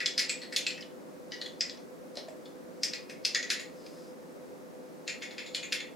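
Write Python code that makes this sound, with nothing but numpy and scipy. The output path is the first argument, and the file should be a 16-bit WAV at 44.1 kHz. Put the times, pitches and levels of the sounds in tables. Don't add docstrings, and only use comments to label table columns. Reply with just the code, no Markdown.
import sys
import numpy as np
from scipy import signal
from scipy.fft import rfft, irfft
from scipy.io import wavfile

SR = 44100
rng = np.random.default_rng(int(sys.argv[2]) if len(sys.argv) > 2 else 0)


def inscribe(sig):
    pcm = np.round(np.clip(np.atleast_2d(sig).T, -1, 1) * 32767)
    wavfile.write(sys.argv[1], SR, pcm.astype(np.int16))


N = 262395

# (start_s, stem_db, body_db, cap_db, spring_db)
KEYSTROKES = [((1970, 3400, 7500, 1, -1.5), [(.0034, -26.5, -26.5, -33.5, -48)]),
              ((2160, 3499, 7500, -3.5, 2.5), [(.0588, -19, -36.5, -26.5, -39.5),
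              (.0637, -23, -36, -29, -42)]), ((2035, 4230, 7100, 1.5, -.4),
              [(.1783, -14.5, -29.5, -31, -36.5), (.1838, -22, -35.5, -28.5, -42),
              (.1924, -17.5, -34, -29, -32), (.197, -19, -29.5, -28.5, -46)]), ((2398, 4280, 7670, -1, .4),
              [(.2942, -26.5, -33, -34, -30.5), (.2982, -24, -32, -34, -44)]), ((1920, 4260, 8000, 5, -3),
              [(.417, -37, -43, -40, -56), (.434, -44, -48, -43.5, -60), (.5246, -29, -34.5, -39, -46)]),
              ((2540, 3500, 6700, 6, 1), [(.5619, -20, -40, -23, -33.5), (.5651, -21, -31.5, -27.5, -33)]),
              ((2620, 4300, 7450, 1.4, 2), [(.6659, -24.5, -31.5, -31, -43.5),
              (.6704, -36, -40.5, -35, -40)]), ((2100, 2980, 7300, 3, 1.5), [(.7051, -31, -44, -37, -52),
              (.7776, -40, -45.5, -59, -66), (.8081, -37.5, -61, -54, -60), (.8243, -48, -52, -42.5, -69)]),
              ((1925, 3000, 6950, -6, -2), [(1.3193, -26.5, -40.5, -35.5, -56)]),
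              ((1920, 4250, 6920, 2.3, 1.5), [(1.4146, -35, -44.5, -32.5, -48.5)]),
              ((1940, 3450, 6920, 3.8, .4), [(1.4597, -43, -49, -40.5, -51)]), ((2080, 3570, 7500, -12, 2),
              [(1.6076, -15.5, -35, -35, -37.5), (1.6124, -30, -38.5, -35, -47),
              (1.6955, -31, -48.5, -38, -52), (1.7727, -45, -60, -55, -75)]),
              ((2100, 3998, 7600, 7.5, -0.5), [(2.1542, -43, -59, -52, -59), (2.1706, -30, -45, -36, -60),
              (2.2842, -47, -54.5, -59, -57)]), ((2300, 3480, 6880, 8, .4), [(2.456, -50, -63, -49, -65)]),
              ((2350, 4280, 7500, 0, -0.5), [(2.833, -12.5, -32.5, -29, -35.5),
              (2.9345, -25, -36, -35.5, -46)]), ((2184, 3450, 7750, 10, -1.5),
              [(3.0968, -35.5, -43, -48, -54.5)]), ((2600, 4280, 6800, 1.5, 1.8),
              [(3.2493, -16.5, -33, -27, -40.5), (3.2532, -16, -38.5, -30.5, -40)]),
              ((1957, 3600, 6687, -6.5, 1), [(3.3472, -17, -32, -29.5, -27.5),
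              (3.3554, -38, -28.5, -29, -48), (3.4272, -31, -36.5, -34.5, -36.5)]),
              ((2018, 4171, 6900, 4, -2.5), [(3.5018, -13.5, -23.5, -22, -33),
              (3.5961, -32.5, -37.5, -38, -41)]), ((2350, 4260, 6100, 6, 2.6),
              [(3.8634, -45, -56, -53.5, -66)]), ((2350, 4300, 7000, -3.5, 0),
              [(5.0774, -28, -33, -33.5, -35.5), (5.0954, -31, -36, -41, -43)]),
              ((2227, 3480, 6800, -1, -3.5), [(5.221, -36, -33.5, -36, -46), (5.2254, -30, -48, -51, -42),
              (5.3093, -41, -44, -45.5, -53)]), ((2167, 3480, 6900, -2.5, -4),
              [(5.3807, -31, -33.5, -34, -43), (5.463, -38.5, -48, -38, -47)]), ((2462, 3500, 7100, 2, -3),
              [(5.5468, -24, -34.5, -26, -35.5), (5.6293, -45, -36.5, -37.5, -38)]),
              ((2380, 3500, 7000, 4, .4), [(5.7224, -24, -28.5, -30.5, -42.5),
              (5.7269, -20, -29.5, -27.5, -34), (5.8035, -47, -38, -39, -46.5)])]
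# pitch_hz, level_db, t60_s
STEM_MODES = [(5010, 2, 0.011), (5436, -1.5, 0.01), (6013, -2, 0.0067)]
CASE_MODES = [(1600, 3.5, 0.0051), (1829, -0.5, 0.017), (1927, -1, 0.039)]
WALL_MODES = [(2195, 3.1, 0.021), (2443, 3.4, 0.02), (2607, 6.6, 0.014)]
PLATE_MODES = [(2987, 1.5, 0.017), (3460, 2.5, 0.021)]
CAP_TOP_MODES = [(4031, 4, 0.01), (4272, 7.2, 0.01)]
AIR_MODES = [(8350, 13.6, 0.0044), (9520, 12, 0.0043), (10800, 12.2, 0.0032), (13100, 11.4, 0.0024),
             (14800, 7.6, 0.0015)]
# pitch_ratio, level_db, t60_s
SPRING_MODES = [(1, 10.3, 0.0094), (.93, 9.2, 0.0085)]
# stem_db, decay_s, rattle_db
RATTLE_BY_FORCE = [(-45, .008, 2), (-15, .005, -7)]
# stem_db, direct_db
DIRECT_BY_FORCE = [(-52, -0.8), (-20.5, -0.55), (-25.5, 1)]
# stem_db, scrape_db
SCRAPE_BY_FORCE = [(-40, -10), (-15, -19)]
# start_s, pitch_hz, level_db, t60_s
DESK_KNOCKS = [(2.173, 555, -27, 0.027), (2.283, 626, -35, 0.086)]
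# start_s, end_s, ring_hz
FINGER_BRUSH = (3.72, 4.14, 5000)
# centre_hz, t60_s, level_db
ROOM_BANDS = [(590, 0.25, -3), (1410, 0.27, 6.5), (2170, 0.34, 4), (4800, 0.28, -0.5), (7800, 0.25, 5),
              (12600, 0.18, 8)]
# pitch_hz, left_db, right_db, right_lag_rad
FAN_TONES = [(167.28, -67.5, -67.5, .96), (376.38, -63, -63.5, 0), (501.85, -56.8, -56, 0),
             (511.02, -56.9, -60, .66)]
# frequency_hz, relative_density_db
AIRFLOW_SPECTRUM = [(15, -68), (25, -36.5), (133, -22.5), (156, -12), (267, -4), (458, -9), (497, -4.5),
                    (744, -16.5), (807, -18), (2020, -27.5), (3100, -34.5), (5310, -33), (15600, -41)]
# frequency_hz, side_minus_mid_db
ROOM_WIDTH = [(1500, -5), (4500, -8.5), (12000, -8)]
AIRFLOW_WIDTH = [(30, 1), (80, 9), (250, 0), (500, -1), (1500, 2), (4400, -3), (12000, -5)]

SPOTS = 6
CONTACT_RISE_S, SCRAPE_RISE_S = 0.00039, 0.0065
RADIATION_CUTOFF_HZ, TOP_HZ = 1296, 15900
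PLATE_DB = -3.5
FAVOUR_DB, FAVOUR_OCTAVES = 5.5, 0.03
AIR_DB, AIR_GROWTH = -41.5, 1.09
KEYS_PAN_DB, AIRFLOW_DB = 1, -50.5
IN_STEP_S = 3.017


def keys():
    strokes = [impact + key for key, impacts in KEYSTROKES for impact in impacts]
    out, t = np.zeros((SPOTS + 1, N)), np.arange(3072) / SR
    scatter = rng.standard_normal((len(strokes), 2, 24))
    grit = rng.standard_normal((len(strokes), 3, len(t)))
    firm_db, rattle_s, rattle_db = np.transpose(RATTLE_BY_FORCE)
    for i, (start_s, stem_db, *parts, hand_db) in enumerate(strokes):
        ringing = ring(stroke_modes(stem_db, *parts), t, scatter[i])
        add(out[1 + i % SPOTS], start_s, ringing)
        strength, chance, friction = grit[i]
        force = strength * (chance > 1.3) * np.exp(-t / np.interp(stem_db, firm_db, rattle_s))
        force *= undb(np.interp(stem_db, firm_db, rattle_db)) / np.sqrt(np.sum(force ** 2))
        force[0] = 1
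        direct_gain = undb(hand_db + np.interp(stem_db, *np.transpose(DIRECT_BY_FORCE)))
        add(out[0], start_s, direct_gain * signal.fftconvolve(ringing, force))
        scrape = friction * np.exp(-t[::-1] / SCRAPE_RISE_S) / np.sqrt(SCRAPE_RISE_S * SR / 2)
        scrape_gain = undb(np.interp(stem_db, *np.transpose(SCRAPE_BY_FORCE)))
        add(out[0], start_s - len(t) / SR, scrape_gain * signal.fftconvolve(ringing, scrape))
    return signal.sosfilt(signal.butter(6, RADIATION_CUTOFF_HZ, "high", fs=SR, output="sos"), out)


def stroke_modes(stem_db, body_db, cap_db, spring_db, body_hz, cap_hz, spring_hz, air_db):
    plate = [(hz, db + PLATE_DB, t60) for hz, db, t60 in PLATE_MODES]
    body = favour(CASE_MODES + WALL_MODES, body_hz, db_per_octave2=38)
    cap = favour(plate + CAP_TOP_MODES, cap_hz, db_per_octave2=5)
    spring = [(ratio * spring_hz, db, t60) for ratio, db, t60 in SPRING_MODES]
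    air_db = air_db + AIR_DB + AIR_GROWTH * ((stem_db + spring_db) / 2 + 25)
    parts = [(STEM_MODES, stem_db), (body, body_db), (cap, cap_db),
             (spring, spring_db), (AIR_MODES, air_db)]
    return [(hz, part_db + db, t60) for modes, part_db in parts for hz, db, t60 in modes]


def favour(modes, own_hz, db_per_octave2):
    hz, db, t60 = np.transpose(modes)
    octaves = np.log2(hz / own_hz)
    lift_db = FAVOUR_DB * np.exp(-(octaves / FAVOUR_OCTAVES) ** 2)
    return list(zip(hz, db + lift_db - db_per_octave2 * octaves ** 2, t60))


def ring(modes, t, scatter):
    hz, db, t60 = np.transpose(modes)[:, :, None]
    hz = hz * (1 + .007 * scatter[0, :len(hz), None])
    db = db + 1.5 * scatter[1, :len(hz), None]
    onset = (1 - np.exp(-t / CONTACT_RISE_S)) ** 2
    return np.sum(undb(db - 60 * t / t60) * np.sin(2 * np.pi * hz * t), axis=0) * onset


def desk_knocks():
    out, t = np.zeros(N), np.arange(8192) / SR
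    onset = 1 - np.exp(-t / 0.00074)
    for start_s, hz, db, t60 in DESK_KNOCKS:
        add(out, start_s, undb(db - 60 * t / t60) * np.sin(2 * np.pi * hz * t) * onset)
    return out


def finger_brush(gain_db=-59):
    start_s, end_s, ring_hz = FINGER_BRUSH
    progress = np.clip((np.arange(N) / SR - start_s) / (end_s - start_s), 0, 1)
    grit = rng.standard_normal(N) * np.sin(np.pi * progress) ** .5
    narrow = signal.lfilter(*signal.iirpeak(ring_hz, Q=20, fs=SR), grit)
    broad = signal.lfilter(*signal.iirpeak(ring_hz, Q=1.5, fs=SR), grit)
    return undb(gain_db) * (3 * narrow + broad)


def room(source, build_s=.004):
    t = np.arange(SR // 2) / SR
    hz = np.fft.rfftfreq(len(t), 1 / SR)
    noise, tail = rfft(rng.standard_normal((2, len(t)))), 0
    noise[1] *= undb(on_log(ROOM_WIDTH, hz))
    for k, (_, t60, db) in enumerate(ROOM_BANDS):
        share = on_log([(band[0], j == k) for j, band in enumerate(ROOM_BANDS)], hz)
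        fade = undb(-60 * t / t60) * (1 - np.exp(-t / build_s))
        fade /= np.sqrt(np.sum(fade ** 2))
        tail = tail + undb(db) * irfft(noise * share, len(t)) * fade
    mid, side = signal.fftconvolve(source[None], tail, axes=1)[:, :N]
    return stereo(mid, side)


def fans():
    t, tones = np.arange(N) / SR - IN_STEP_S, 0
    for pitch_hz, left_db, right_db, lag_rad in FAN_TONES:
        phase = 2 * np.pi * pitch_hz * t + np.array([[lag_rad], [-lag_rad]]) / 2
        tones = tones + np.sqrt(2) * undb([[left_db], [right_db]]) * np.cos(phase)
    hz = np.fft.rfftfreq(N, 1 / SR)
    mid_spectrum, side_spectrum = rfft(rng.standard_normal((2, N))) * undb(on_log(AIRFLOW_SPECTRUM, hz))
    mid = irfft(mid_spectrum, N)
    side = irfft(side_spectrum * undb(on_log(AIRFLOW_WIDTH, hz)), N)
    return tones + stereo(mid, side) * undb(AIRFLOW_DB) / np.std(mid)


def undb(db):
    return 10 ** (np.asarray(db) / 20)


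def on_log(table, hz):
    table_hz, values = np.transpose(table)
    return np.interp(np.log(np.maximum(hz, 1)), np.log(table_hz), values)


def add(track, start_s, sound):
    i = int(start_s * SR)
    track[max(i, 0):i + len(sound)] += sound[max(-i, 0):N - i]


def stereo(mid, side):
    return np.array([mid + side, mid - side])


def scene():
    direct, *spots = keys()
    desk = desk_knocks()
    typing = direct + desk + finger_brush() + sum(room(source) for source in spots + [desk])
    return typing * undb([[KEYS_PAN_DB / 2], [-KEYS_PAN_DB / 2]]) + fans()


def record(dry):
    return signal.sosfilt(signal.ellip(10, .2, 70, TOP_HZ, fs=SR, output="sos"), dry)


dry = scene()
out = record(dry)
inscribe(out)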